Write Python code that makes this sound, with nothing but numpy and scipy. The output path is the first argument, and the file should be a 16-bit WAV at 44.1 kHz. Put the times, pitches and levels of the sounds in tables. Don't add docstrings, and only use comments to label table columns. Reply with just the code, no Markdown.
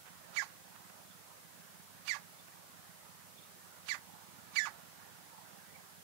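import sys
import numpy as np
from scipy import signal
from scipy.fft import rfft, irfft, next_fast_len
from scipy.io import wavfile
from scipy.ndimage import uniform_filter1d, map_coordinates

SR = 44100
rng = np.random.default_rng(int(sys.argv[2]) if len(sys.argv) > 2 else 0)


def store_wav(level_fs):
    pcm = np.round(np.clip(np.atleast_2d(level_fs), -1, 1) * 32767)
    wavfile.write(sys.argv[1], SR, pcm.T.astype(np.int16))


N = 265923


def amp(db):
    return 10 ** (np.asarray(db) / 20)


def unit(x):
    return x / np.sqrt(np.mean(x ** 2) + 1e-20)


def ramp(t, length):
    return np.clip(t / length, 0, 1)


def along(points, hz):
    freqs, values = np.transpose(points)
    return np.interp(np.log(hz + 1), np.log(freqs + 1), values)


def filtered(x, response):
    size = x.shape[-1]
    padded = next_fast_len(size + 8192)
    return irfft(rfft(x, padded) * response(np.fft.rfftfreq(padded, 1 / SR)), padded)[..., :size]


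def low_cut(x, edge_hz, order=4):
    return filtered(x, lambda hz: 1 - 1 / (1 + (hz / edge_hz) ** order))


def noise(spectrum, size):
    return unit(filtered(rng.standard_normal(size), lambda hz: amp(along(spectrum, hz))))


def wobble(rate, size):
    return map_coordinates(rng.standard_normal(size // 8), [np.arange(size) * rate / SR], mode="wrap")


def add(track, start_s, sound):
    part = track[max(round(start_s * SR), 0):][:len(sound)]
    part += sound[:len(part)]


# frequency in Hz, relative density in dB.
HISS_SPECTRUM = [(20, -18), (60, -12), (150, -5.5), (400, -2), (2000, -1), (8000, 0), (15000, -1)]


def amplifier_hiss(level_db=-57.5):
    return amp(level_db) * noise(HISS_SPECTRUM, N)


# frequency in Hz, relative level in dB, t60 in seconds.
BODY_MODES = [(113, -12, 0.023), (174.7, 19.5, 0.078), (222, -2.5, 0.071)]
# frequency in Hz, rms level in dB.
HUM_TONES = [(100, -72.5), (175.5, -73.5), (200, -75), (400, -79.5), (9890, -93)]


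def camera(flutter_db=-64, taps_per_s=20.084, first_s=0.00501, spread_db=2):
    t = np.arange(N) / SR
    age = t[:SR // 8]
    tap = sum(amp(db - 60 * age / t60) * np.sin(2 * np.pi * hz * age) for hz, db, t60 in BODY_MODES)
    taps = np.zeros(N)
    for start in np.arange(first_s, N / SR, 1 / taps_per_s):
        add(taps, start, -amp(spread_db * rng.standard_normal()) * tap)
    hum = sum(amp(db) * np.sqrt(2) * np.sin(2 * np.pi * hz * t + 1.2 * wobble(3.12, N))
              for hz, db in HUM_TONES)
    return amp(flutter_db) * unit(low_cut(taps, edge_hz=85)) + hum


# frequency in Hz, relative density in dB.
LEAF_SPECTRUM = [(25, -38), (50, -20), (75, -6.5), (110, -3.5), (250, -2.5), (400, -6.5), (600, -1),
                 (850, 0), (1300, -1.5), (1900, -5), (2700, -13.5), (5000, -18), (12000, -23.5)]
# time in seconds, level in dB before the lift.
BREEZE_SWELLS = [(0.0, -64.5), (0.34, -61.5), (0.62, -64.5), (3.86, -64.5), (4.6, -61), (6.03, -65)]


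def breeze(lift_db=7, patchy_db=2.5):
    bands = signal.stft(noise(LEAF_SPECTRUM, N), nperseg=1024)[2]
    patches = uniform_filter1d(rng.standard_normal(bands.shape), 5, axis=0)
    patches = uniform_filter1d(patches, 8, axis=1)
    rush = signal.istft(bands * amp(patchy_db * unit(patches)), nperseg=1024)[1][:N]
    swell_db = np.interp(np.arange(N) / SR, *np.transpose(BREEZE_SWELLS))
    return unit(rush) * amp(lift_db + swell_db)


# frequency in Hz, t60 in seconds.
WOOD_DECAY = [(300, 0.12), (2000, 0.25), (9000, 0.079)]


def trees(x):
    hz, t, bands = signal.stft(rng.standard_normal(SR // 2), SR, nperseg=256)
    decay = amp(-60 * t / along(WOOD_DECAY, hz)[:, None])
    tail = signal.istft(bands * decay, SR, nperseg=256)[1]
    return signal.fftconvolve(x, tail / np.linalg.norm(tail))[:N]


# midpoint in seconds, length in seconds, pitch in Hz, level in dB.
FAR_CHIRPS = [(1.109, .05, 3470, -61), (2.393, .04, 3570, -62), (3.383, 0.045, 3520, -58),
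              (3.43, .04, 3570, -58), (5.757, 0.044, 2217, -56.5)]


def far_birds(slide=0.042, waver=0.045):
    track = np.zeros(N)
    for middle, length, hz, db in FAR_CHIRPS:
        size = int(length * SR)
        pitch = hz * (1 + slide * np.linspace(.5, -.5, size) + waver * wobble(484, size))
        tone = np.sqrt(2) * np.sin(2 * np.pi * np.cumsum(pitch) / SR)
        add(track, middle - length / 2, amp(db) * np.hanning(size) * tone)
    return track


# frequency in Hz, relative density in dB.
BARK_SPECTRUM = [(300, -9), (1400, 2), (2600, -2), (5000, -21), (12000, -22)]
# midpoint in seconds, length in seconds, level in dB.
CLAW_SCRAPES = [(0.074, 0.057, -51), (0.759, 0.033, -53), (0.902, .025, -55), (2.484, 0.026, -53)]


def claws(grit_db=1.6):
    track = np.zeros(N)
    for middle, length, db in CLAW_SCRAPES:
        size = int(length * SR)
        grit = unit(noise(BARK_SPECTRUM, size) * amp(grit_db * wobble(430, size)))
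        add(track, middle - length / 2, amp(db) * np.hanning(size) * grit)
    return track


# frequency in Hz, relative level in dB.
BARK_SCATTER = [(500, -7), (1700, 2), (2300, 3), (3000, -11), (4500, 3), (7000, 5), (14000, -0.5)]


def trunk(x, delay_s=.0035, share=0.57, dull_hz=5000, smear_db=-7.5, t60_s=0.13, gap_s=0.0033):
    t = np.arange(SR // 8) / SR
    tail = noise(BARK_SCATTER, len(t)) * amp(-60 * t / t60_s) * (t > gap_s)
    smear = signal.fftconvolve(x, tail / np.linalg.norm(tail))[:len(x)]
    bounce = filtered(x, lambda hz: np.exp(-2j * np.pi * hz * delay_s) / (1 + (hz / dull_hz) ** 2))
    return x + share * bounce + amp(smear_db) * smear


def chip(t, centre_hz=2805, fall_hz_per_s=45000, early_s=0.00302, width_s=0.0015):
    age = t + early_s
    phase = 2 * np.pi * np.cumsum(centre_hz - fall_hz_per_s * age) / SR
    return np.sqrt(2) * np.exp(-(age / width_s) ** 2) * np.sin(phase)


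def pressure_db(t, fall, peak_share=0.47, peak_db=2.5, held_db=-11.5, swell_db_per_s=238, ease_s=0.02):
    past_peak = t - peak_share * fall
    eased = 1 - np.exp(-(np.maximum(past_peak, 0) / ease_s) ** 2)
    return peak_db + swell_db_per_s * np.minimum(past_peak, 0) + (held_db - peak_db) * eased


SYRINX_HARMONICS = [0.5, -2.5, -10.5, -8.5, -16, -14]
# frequency in Hz, gain in dB.
THROAT_RESPONSE = [(500, -24), (850, -0.5), (1250, -1), (1700, -2.5), (2050, -3), (2400, -6.5), (3300, -15),
                   (4000, -18), (4700, -6.5), (5300, -4.5), (6100, -5.5), (7600, -7.5), (8400, -26),
                   (11000, -18), (14000, -21)]


def syrinx(smooth_hz, slackness, octave_db, taut_rough=.1, slack_rough=0.904, jitter=.18, shimmer_db=5):
    size, flutter_rate = len(smooth_hz), 900
    rough = taut_rough + (slack_rough - taut_rough) * slackness
    pitch = smooth_hz * np.exp(jitter * rough ** 1.335 * wobble(flutter_rate, size))
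    phase = 2 * np.pi * np.cumsum(pitch) / SR
    tone = np.zeros(size)
    for k, db in enumerate(SYRINX_HARMONICS, 1):
        level_db = db + along(THROAT_RESPONSE, k * pitch) + octave_db * (k == 2)
        tone += amp(level_db + shimmer_db * rough * wobble(flutter_rate, size)) * np.sin(k * phase)
    return tone


def lead_in_db(since_catch, lead_in_db_per_s=480, step_db=7.5, step_s=0.0015):
    return lead_in_db_per_s * np.minimum(since_catch, 0) - step_db * ramp(-since_catch, step_s)


def beak(voice, since_end, close_t60_s=0.077):
    closing_db = -60 * np.maximum(since_end, 0) / close_t60_s
    return low_cut(voice * amp(closing_db), edge_hz=640, order=6)


# frequency in Hz, relative density in dB.
BREATH_SPECTRUM = [(300, -16.5), (900, 0.5), (1600, 2), (2300, 5.5), (3200, 3), (4500, 7), (5200, -2),
                   (6200, 3), (7700, -5.5), (8500, -4), (11500, -11.5), (15000, -18)]


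def breath(loose, slide, broken, air_db=-12.5, leak_db=4.5, fade_db=10.5):
    level_db = air_db + leak_db * loose - fade_db * slide * (1 - broken / 2)
    return amp(level_db) * noise(BREATH_SPECTRUM, len(loose))


def call(t, fall, hold, drop, top_hz, held_hz, octave_db, rasp_db,
         catch_s=.007, catch_db=15, break_s=0.0044, sag_octaves_per_s=0.805, release_db=8.5):
    since_break = t - fall - hold
    loose = ramp(-t, catch_s)
    broken, dropped = ramp(since_break, break_s), ramp(since_break, drop)
    slide = (1 - np.cos(np.pi * ramp(t, fall))) / 2
    sag = sag_octaves_per_s * np.clip(t - fall, 0, hold)
    octaves_down = loose + sag + .3 * broken + 0.8 * dropped
    pitch = (top_hz + slide * (held_hz - top_hz)) * 2 ** -octaves_down
    tone_db = pressure_db(t, fall) - catch_db * loose
    tone = np.sqrt(2) * amp(tone_db) * syrinx(pitch, loose + broken, octave_db)
    voice = (tone + amp(rasp_db) * breath(loose, slide, broken)) * amp(lead_in_db(t + catch_s))
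    release = amp(-release_db * dropped ** 2)
    return beak(voice * release, since_break - drop)


# time of the top pitch, then lengths of fall, hold and drop, all in
# seconds, top and held pitch in Hz, then gains in dB for the whole call, second harmonic, rasp and chip.
BEGGING_CALLS = [(0.367, 0.041, 0.01, .028, 2326, 1612, -28, -6, -2, -13),
                 (2.084, 0.052, .005, 0.028, 2380, 1700, -29, 2, 0.5, -4),
                 (3.892, .046, 0.00281, 0.018, 2338, 1645, -31, 4.5, 2.5, -3.5),
                 (4.564, 0.045, .044, .035, 2325, 1735, -25, 1, -5.5, -7)]


def woodpecker(lead_s=.034):
    track = np.zeros(N)
    t = np.arange(SR // 4) / SR - lead_s
    for top_s, fall, hold, drop, top_hz, held_hz, db, octave_db, rasp_db, chip_db in BEGGING_CALLS:
        voice = call(t, fall, hold, drop, top_hz, held_hz, octave_db, rasp_db)
        add(track, top_s - lead_s, amp(db) * trunk(voice + amp(chip_db) * chip(t)))
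    return track


def scene(near_echo_db=-20, far_echo_db=-5):
    near, far = woodpecker() + claws(), far_birds()
    echo = trees(amp(near_echo_db) * near + amp(far_echo_db) * far)
    microphone = near + far + echo + breeze() + camera()
    return np.array([amplifier_hiss(), microphone + amplifier_hiss()])


def record(dry):
    return filtered(dry, lambda hz: hz < 15750)


dry = scene()
out = record(dry)
store_wav(out)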